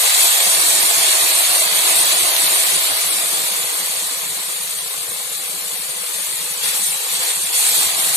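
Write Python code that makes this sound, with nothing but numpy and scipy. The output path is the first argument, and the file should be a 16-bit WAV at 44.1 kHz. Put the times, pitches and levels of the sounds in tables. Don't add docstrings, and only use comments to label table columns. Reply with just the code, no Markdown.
import sys
import numpy as np
from scipy import signal
from scipy.fft import rfft, irfft, next_fast_len
from scipy.io import wavfile
from scipy.ndimage import uniform_filter1d, map_coordinates

SR = 44100
rng = np.random.default_rng(int(sys.argv[2]) if len(sys.argv) > 2 else 0)


def persist_wave(psi):
    counts = np.round(np.clip(psi, -1, 1) * 32767).astype(np.int16)
    wavfile.write(sys.argv[1], SR, np.atleast_2d(counts).T)


N = 360066


def amp(db):
    return 10 ** (np.asarray(db) / 20)


def unit(x):
    return x / np.sqrt(np.mean(x ** 2) + 1e-20)


def along(points, hz):
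    f, v = np.transpose(points)
    return np.interp(np.log(hz + 1), np.log(f + 1), v)


def curves(rows):
    s, *cols = np.transpose(rows)
    return [np.interp(np.arange(N) / SR, s, c) for c in cols]


def wobble(rate):
    knots = rng.standard_normal(int(N * rate / SR) + 4)
    return map_coordinates(knots, [np.arange(N) * rate / SR])


def filtered(x, response):
    m = next_fast_len(N + SR // 2)
    return irfft(rfft(x, m) * response(np.fft.rfftfreq(m, 1 / SR)), m)[..., :N]


def swept(x, gain_db):
    hz, at, z = signal.stft(x, SR, nperseg=2048, noverlap=1536)
    frames = np.minimum((at * SR).astype(int), N - 1)
    moved = z * amp(gain_db(hz[:, None], frames))
    return signal.istft(moved, SR, nperseg=2048, noverlap=1536)[1][:, :N]


def bursts(rate, spread_db, share):
    pops = (rng.random((2, N)) < rate / SR) * rng.choice([-1, 1], (2, N))
    sizes = amp(spread_db * np.minimum(rng.exponential(size=(2, N)), 4))
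    blur = rng.standard_normal((2, N))
    share = np.clip(share, 0, 1)
    return np.sqrt(share) * unit(pops * sizes) + np.sqrt(1 - share) * blur


def patchy(x, depth_db, size):
    _, at, z = signal.stft(x, nperseg=1024)
    field = uniform_filter1d(rng.standard_normal(z.shape[1:]), size[0], 0)
    field = unit(uniform_filter1d(field, size[1], 1))
    depth = np.interp(at, np.arange(N), depth_db * np.ones(N))
    gain = amp(depth * (field - 0.95 * field ** 2))
    gain = gain / np.sqrt(np.mean(gain ** 2, axis=0))
    return signal.istft(z * gain, nperseg=1024)[1][:, :N]


# f/Hz, likeness/0-1
PORT_LIKENESS = [(300, 0.5), (480, 0.65), (680, 0.56), (1200, 0.77), (1800, 0.26), (4000, 0.35),
                 (6000, 0.22), (6900, 0.6), (9000, 0.42), (14000, 0.14)]
# f/Hz, phase/rad
LEFT_LAG = [(400, .2), (700, .6), (1000, 1.3), (1450, 3.1), (2200, 6.3), (3000, 9.4), (4000, 12.6),
            (4900, 15.7), (5900, 6 * np.pi)]


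def at_ports(pair, spectrum, lag=1):
    def blend(hz):
        turn = np.arccos(np.clip(along(PORT_LIKENESS, hz), 0, 1)) / 2
        return amp(along(spectrum, hz)) * np.array([np.cos(turn), np.sin(turn)])

    mid, side = filtered(pair, blend)
    ports = np.array([mid + side, mid - side])
    ports = filtered(ports, lambda hz: np.exp(-1j * np.outer([lag, 0], along(LEFT_LAG, hz))))
    return ports / np.std(ports.mean(axis=0))


def panned(x, left_db):
    return np.array([x[0] * amp(left_db / 2), x[1] * amp(-left_db / 2)])


# t/s, nearness/0-1 (1 above the bowl, 0 far beside it)
MIC_PATH = [(0, 0.98), (2.55, 0.88), (3.5, 0.5), (4.3, 0.19), (5.0, 0.021), (5.9, 0.039), (7.0, 0.26),
            (7.45, 0.28), (8.16, 0.67)]


def nearness():
    return curves(MIC_PATH)[0]


# t/s, left-right level/dB
WOK_BEARING = [(.1, 0), (.8, -1), (2.9, -0.5), (4.0, 0.3), (5.3, 2), (6.9, 1), (7.6, 0), (8.16, -0.5)]
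BODY_LEFT_DB = -0.65


def bearing_db():
    return curves(WOK_BEARING)[0]


# f/Hz, density level/dB per Hz
STEAM_COLOUR = [(3000, -80), (4000, -50), (4950, -13), (5300, -10), (6600, -5), (7800, -1.5), (9000, 2.5),
                (10000, -1), (11200, -3.5), (12500, -3.5), (14300, -8.5)]
HISS_DB, HISS_FAR_LOSS_DB = -16, 10.5
HISS_BEAM = 1.12
UNEVEN_NEAR_DB, UNEVEN_FAR_DB = 4.4, 3.0


def steam():
    near = nearness()
    far_loss_db = HISS_FAR_LOSS_DB * (1 - np.abs(near) ** HISS_BEAM)
    hiss_db = HISS_DB - far_loss_db + flares()[0] - hiss_dips()
    uneven_db = UNEVEN_FAR_DB + (UNEVEN_NEAR_DB - UNEVEN_FAR_DB) * near
    vapour = patchy(bursts(rate=3700, spread_db=5.5, share=0.069), depth_db=uneven_db, size=(16, 3))
    vapour = patchy(vapour, depth_db=2.4, size=(3, 5))
    return panned(amp(hiss_db) * at_ports(vapour, STEAM_COLOUR), bearing_db())


# f/Hz, density level/dB per Hz
GUSH_COLOUR = [(3500, -80), (5200, -8), (6000, -7), (7700, -4.5), (8800, -7.5), (11000, -46)]
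GUSH_DB, GUSH_END_S, GUSH_FADE_S = -27, 1.48, .35


def first_pour():
    flooded = np.clip((GUSH_END_S - np.arange(N) / SR) / GUSH_FADE_S, 0, 1)
    gush = at_ports(bursts(rate=1900, spread_db=3, share=0.1), GUSH_COLOUR)
    return panned(amp(GUSH_DB) * flooded * gush, bearing_db())


# f/Hz, density level/dB per Hz
FRYING_COLOUR = [(400, -80), (700, -51), (1400, -9), (1800, -6), (2400, -4.5), (2950, -2.5), (3400, -1),
                 (3900, -1), (4650, 0), (4900, -4.5), (6500, -26)]
FRY_DB, FRY_FAR_LOSS_DB = -22, 12
DROP_RATE, DROP_DB = 35, -15


def frying():
    fry_db = FRY_DB - FRY_FAR_LOSS_DB * (1 - nearness()) + flares()[1]
    oil = patchy(bursts(rate=900, spread_db=1.5, share=0.2), depth_db=3.5, size=(3, 6))
    drops = at_ports(bursts(rate=DROP_RATE, spread_db=4.0, share=1.0), FRYING_COLOUR)
    both = at_ports(oil, FRYING_COLOUR) + amp(DROP_DB) * drops
    return panned(amp(fry_db) * both, bearing_db() + BODY_LEFT_DB)


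# f/Hz, half width (to 1/e of the depth)/Hz, depth/dB
SIZZLE_NOTCHES = [(2970, 150, 1.5), (4930, 93, 13.5)]


def notches(hz):
    return amp(-sum(db * np.exp(-((hz - centre) / width) ** 2) for centre, width, db in SIZZLE_NOTCHES))


def sizzle():
    sputter = amp(0.22 * wobble(30) + 0.37 * wobble(150))
    return sputter * filtered(steam() + first_pour() + frying(), notches)


# t/s, centre f/Hz, depth/dB
SLIDING_HOLLOW = [(3.0, 784, 1), (3.8, 820, -0.5), (4.6, 870, 5), (5.3, 930, 8), (5.8, 930, 3),
                  (6.0, 780, 7), (6.35, 750, 12), (6.9, 650, 4), (7.55, 606, 7), (8.0, 515, 4)]
HOLLOW_WIDTH_HZ = 59
CREST_ABOVE_HZ, CREST_SHARE = 150, 0.17
# t/s, half width/s, lift f/Hz
LOW_EDGE_LIFTS = [(.125, 0.084, 208), (.32, 0.048, 170), (2.97, .025, 130), (4.59, 0.038, 150),
                  (4.92, .03, 140), (6.85, 0.075, 190), (7.56, 0.1, 170)]
EDGE_HZ, EDGE_SWING_HZ = 294, 28
EDGE_RATE, EDGE_DB_PER_HZ = 10, 1


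def pool_colour(hz, frames):
    t = frames / SR
    centre_hz, depth_db = (c[frames] for c in curves(SLIDING_HOLLOW))

    def bell(at_hz):
        return np.exp(-((hz - at_hz) / HOLLOW_WIDTH_HZ) ** 2)

    edge_hz = EDGE_HZ + EDGE_SWING_HZ * wobble(EDGE_RATE)[frames]
    edge_hz = edge_hz + sum(lift * np.exp(-((t - s) / width) ** 2) for s, width, lift in LOW_EDGE_LIFTS)
    hollow_db = depth_db * (CREST_SHARE * bell(centre_hz + CREST_ABOVE_HZ) - bell(centre_hz))
    return hollow_db - EDGE_DB_PER_HZ * np.maximum(edge_hz - hz, 0)


# f/Hz, density level/dB per Hz
POOL_ABOVE = [(200, -45), (255, -16.5), (315, -1), (410, -4.5), (480, -6.5), (560, -3), (670, 4.5),
              (780, -0.5), (900, -1), (1100, 1.5), (1280, 1.5), (1500, -11.5), (2400, -22)]
# f/Hz, density level/dB per Hz
POOL_BESIDE = [(200, -43), (255, -22), (330, -14), (410, -6), (480, 2), (600, -3.5), (700, -0.5),
               (930, -0.5), (1200, 1), (1400, -2.5), (2400, -21.5)]
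BOIL_DB, BOIL_FAR_LOSS_DB = -30, 11.5
HOLLOW_FROM = 0.16


def boiling():
    near = nearness()
    boil_db = BOIL_DB - BOIL_FAR_LOSS_DB * (1 - near) + flares()[2]
    above = np.clip((near - HOLLOW_FROM) / (1 - HOLLOW_FROM), 0, 1)
    hollow = patchy(bursts(rate=600, spread_db=3, share=0.29), depth_db=3.0, size=(2, 4))
    hollow = at_ports(hollow, POOL_ABOVE)
    flat = patchy(bursts(rate=600, spread_db=4.5, share=0.39), depth_db=2.5, size=(2, 4))
    flat = at_ports(flat, POOL_BESIDE, lag=0.78)
    pool = np.sqrt(above) * hollow + np.sqrt(1 - above) * flat
    return panned(amp(boil_db) * swept(pool, pool_colour), bearing_db() + BODY_LEFT_DB)


# f/Hz, density level/dB per Hz
RUMBLE_COLOUR = [(20, -23), (70, -19), (130, 3), (300, -30), (600, -60)]
FLOOR_DB = -95


def floor():
    noise = rng.standard_normal((2, N))
    return amp(FLOOR_DB) * unit(filtered(noise, lambda hz: amp(along(RUMBLE_COLOUR, hz))))


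# start t/s, length/s, rise of the steam level/dB, of the frying level/dB, of the boiling level/dB
WATER_FLARES = [(0.185, 0.065, 2.8, 1.5, 0.5), (1.0, 0.14, 0, 1.5, 0), (1.85, 0.27, 0.9, 0.7, 1.5),
                (6.115, 0.3, 1.2, 0.8, -0.5), (6.61, 0.082, 4, 6.5, 2), (6.725, 0.06, 4.3, 2, 2.5),
                (6.812, 0.089, 3.5, 1, -1), (7.083, 0.23, 2.5, 2.5, 0.5), (7.198, 0.041, 1, 1.5, 3.5),
                (7.398, 0.074, 2.5, 0, -0.5), (7.521, 0.17, 6.5, 4.8, 2), (7.73, 0.1, 5, 3.8, 2),
                (7.973, 0.061, 2, 0, 0), (8.133, .1, 4.5, -1.5, 1)]
FLARE_ATTACK_S, FLARE_RELEASE_S = 0.026, 0.092


def flares():
    t = np.arange(N) / SR
    rise_db = np.zeros((3, N))
    for start, length, *layer_db in WATER_FLARES:
        attack = np.clip((t - start) / FLARE_ATTACK_S, 0, 1)
        release = np.clip(1 - (t - start - length) / FLARE_RELEASE_S, 0, 1)
        rise_db += np.outer(layer_db, attack * release)
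    return rise_db


# t/s, peak level before the microphone/dB
OIL_SPITS = [(.245, -5), (1.217, -9), (1.501, -9), (1.604, -9), (2.123, -9), (2.397, -9), (2.985, -10),
             (4.979, -18), (6.299, -14), (6.928, -15), (7.372, -14), (7.555, -9)]
SPIT_HZ, SPIT_LIFE_S = 8800, .0003


def spits():
    out, t = np.zeros(N + SR), np.arange(SR // 100) / SR
    for (s, db), octaves in zip(OIL_SPITS, rng.uniform(-.25, .25, len(OIL_SPITS))):
        ring = np.sin(2 * np.pi * SPIT_HZ * 2 ** octaves * t)
        snap = np.diff(ring * t * np.exp(-2 * t / SPIT_LIFE_S))
        out[round(s * SR):][:len(snap)] += amp(db) * snap / np.abs(snap).max()
    return out[:N]


# start t/s, end t/s
RUNS = [(.45, .50), (.57, .61), (.66, .89), (.96, 1.03), (1.2, 1.26), (1.64, 1.84), (1.89, 2.28),
        (2.41, 2.54), (2.66, 2.79), (3.02, 3.67), (3.78, 4.09), (4.15, 4.89), (4.96, 6.06), (6.13, 6.99),
        (7.1, 7.22), (7.33, 7.5), (7.68, 8.16)]
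# f/Hz, density level/dB per Hz
BED_COLOUR = [(50, -50), (100, -20), (160, 0), (210, -1), (250, -10), (320, -40)]
BED_DB, BED_EDGE_S = -10, .025
MURMUR_DB, MURMUR_FAR_LOSS_DB = -48, 5.5
THROB_LOW_HZ, THROB_SPAN_HZ = 138.3, 67
THROB_S, THROB_SPREAD_DB = 0.012, 7
THROB_RATE, THROB_SCATTER = 22, 0.9


def murmur():
    out, t = np.zeros(N + SR), np.arange(-SR // 10, SR // 10) / SR
    for start, end in RUNS:
        count = max(1, round((end - start) * THROB_RATE))
        draws = rng.random(size=(40, 5))[:count]
        for k, (shift, pitch, strength, length, phase) in enumerate(draws):
            s = start + (end - start) * (k + .5 + THROB_SCATTER * (shift - .5)) / count
            s = np.clip(s, start + 2 * THROB_S, end - 2 * THROB_S)
            swell = np.exp(-(t / (THROB_S * (.5 + length))) ** 2)
            tone = np.sin(2 * np.pi * ((THROB_LOW_HZ + THROB_SPAN_HZ * pitch) * t + phase))
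            out[round((s + t[0]) * SR):][:len(t)] += amp(-THROB_SPREAD_DB * strength) * swell * tone
    now = np.arange(N) / SR
    gate = sum(np.clip(np.minimum(now - start, end - now) / BED_EDGE_S, 0, 1) for start, end in RUNS)
    bed = gate * filtered(rng.standard_normal(N), lambda hz: amp(along(BED_COLOUR, hz)))
    level_db = MURMUR_DB - MURMUR_FAR_LOSS_DB * (1 - nearness())
    return amp(level_db) * unit(unit(out[:N]) + amp(BED_DB) * unit(bed))


# peak t/s, swell level before the microphone/dB, pitch f/Hz
LOW_THUMPS = [(1.339, -45, 135), (1.499, -43, 137), (2.099, -49, 100), (2.921, -41, 123), (4.299, -48, 98),
              (4.779, -51, 90), (5.089, -48, 95), (6.648, -41, 163), (7.385, -49, 90), (7.436, -45, 105),
              (7.865, -42, 115), (8.07, -39, 180)]
THUMP_RISE_S = 0.0119


def thumps():
    out, t = np.zeros(N + SR), np.arange(SR // 5) / SR
    swell = t / THUMP_RISE_S * np.exp(1 - t / THUMP_RISE_S)
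    for s, db, hz in LOW_THUMPS:
        puff = swell * np.sin(2 * np.pi * (hz * t + rng.random()))
        out[round((s - THUMP_RISE_S) * SR):][:len(t)] += amp(db) * puff
    return out[:N]


# t/s, depth/dB
HISS_DIPS = [(1.68, 3), (2.93, 2.5)]
DIP_S = 0.043


def hiss_dips():
    t = np.arange(N) / SR
    return sum(db * np.exp(-((t - s) / DIP_S) ** 2) for s, db in HISS_DIPS)


# peak t/s, swell level before the microphone/dB, starting pitch f/Hz
POOL_GULPS = [(3.208, -41, 270), (3.327, -37, 340), (7.812, -37, 327), (7.864, -41, 293), (8.07, -39, 280)]
BUBBLES_START_S, BUBBLE_LIFE_S = 2.4, 0.00882
BUBBLE_LOW_HZ, BUBBLE_SPAN_HZ = 259, 165
BUBBLE_GLIDE_PER_S = .5
BUBBLE_DB, BUBBLE_SPREAD_DB, BUBBLE_FAR_LOSS_DB = -35, 6, 9


def bubbles():
    out, t = np.zeros(N + SR), np.arange(SR // 8) / SR
    when, size, strength = rng.random(size=(135, 3)).T
    times = BUBBLES_START_S + when * (N / SR - BUBBLES_START_S)
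    far_loss_db = BUBBLE_FAR_LOSS_DB * (1 - nearness()[(times * SR).astype(int)])
    levels = BUBBLE_DB - BUBBLE_SPREAD_DB * strength - far_loss_db
    pitches = BUBBLE_LOW_HZ + BUBBLE_SPAN_HZ * size
    swell = t / BUBBLE_LIFE_S * np.exp(1 - t / BUBBLE_LIFE_S)
    for s, db, hz in [*POOL_GULPS, *zip(times, levels, pitches)]:
        ring = swell * np.sin(2 * np.pi * hz * (t + BUBBLE_GLIDE_PER_S * t * t / 2))
        out[round((s - BUBBLE_LIFE_S) * SR):][:len(t)] += amp(db) * ring
    return out[:N]


def scene():
    return sizzle() + boiling() + floor() + spits() + murmur() + thumps() + bubbles()


# f/Hz, left-right level/dB
PORT_COLOUR = [(480, 5), (650, 0.5), (1100, 0), (1700, 0.5), (4000, 2), (6000, 0), (8000, 0.5), (10000, 4),
               (14000, 3)]
CLIP_LEVEL, CLIP_HARDNESS = .97, 24
TOP_HZ = 14300


def record(dry):
    bass_cut = [(250, -38), (350, -38), (400, -46), (445, 5.5), (480, 1.0)]  # f/Hz, level/dB
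    left = filtered(dry[0], lambda hz: amp(along(PORT_COLOUR, hz) / 2))
    right = filtered(dry[1], lambda hz: amp(along(bass_cut, hz) - along(PORT_COLOUR, hz) / 2))
    pair = np.array([left, right])
    rounded = pair / (1 + np.abs(pair / CLIP_LEVEL) ** CLIP_HARDNESS) ** (1 / CLIP_HARDNESS)
    return filtered(rounded, lambda hz: hz < TOP_HZ)


dry = scene()
out = record(dry)
persist_wave(out)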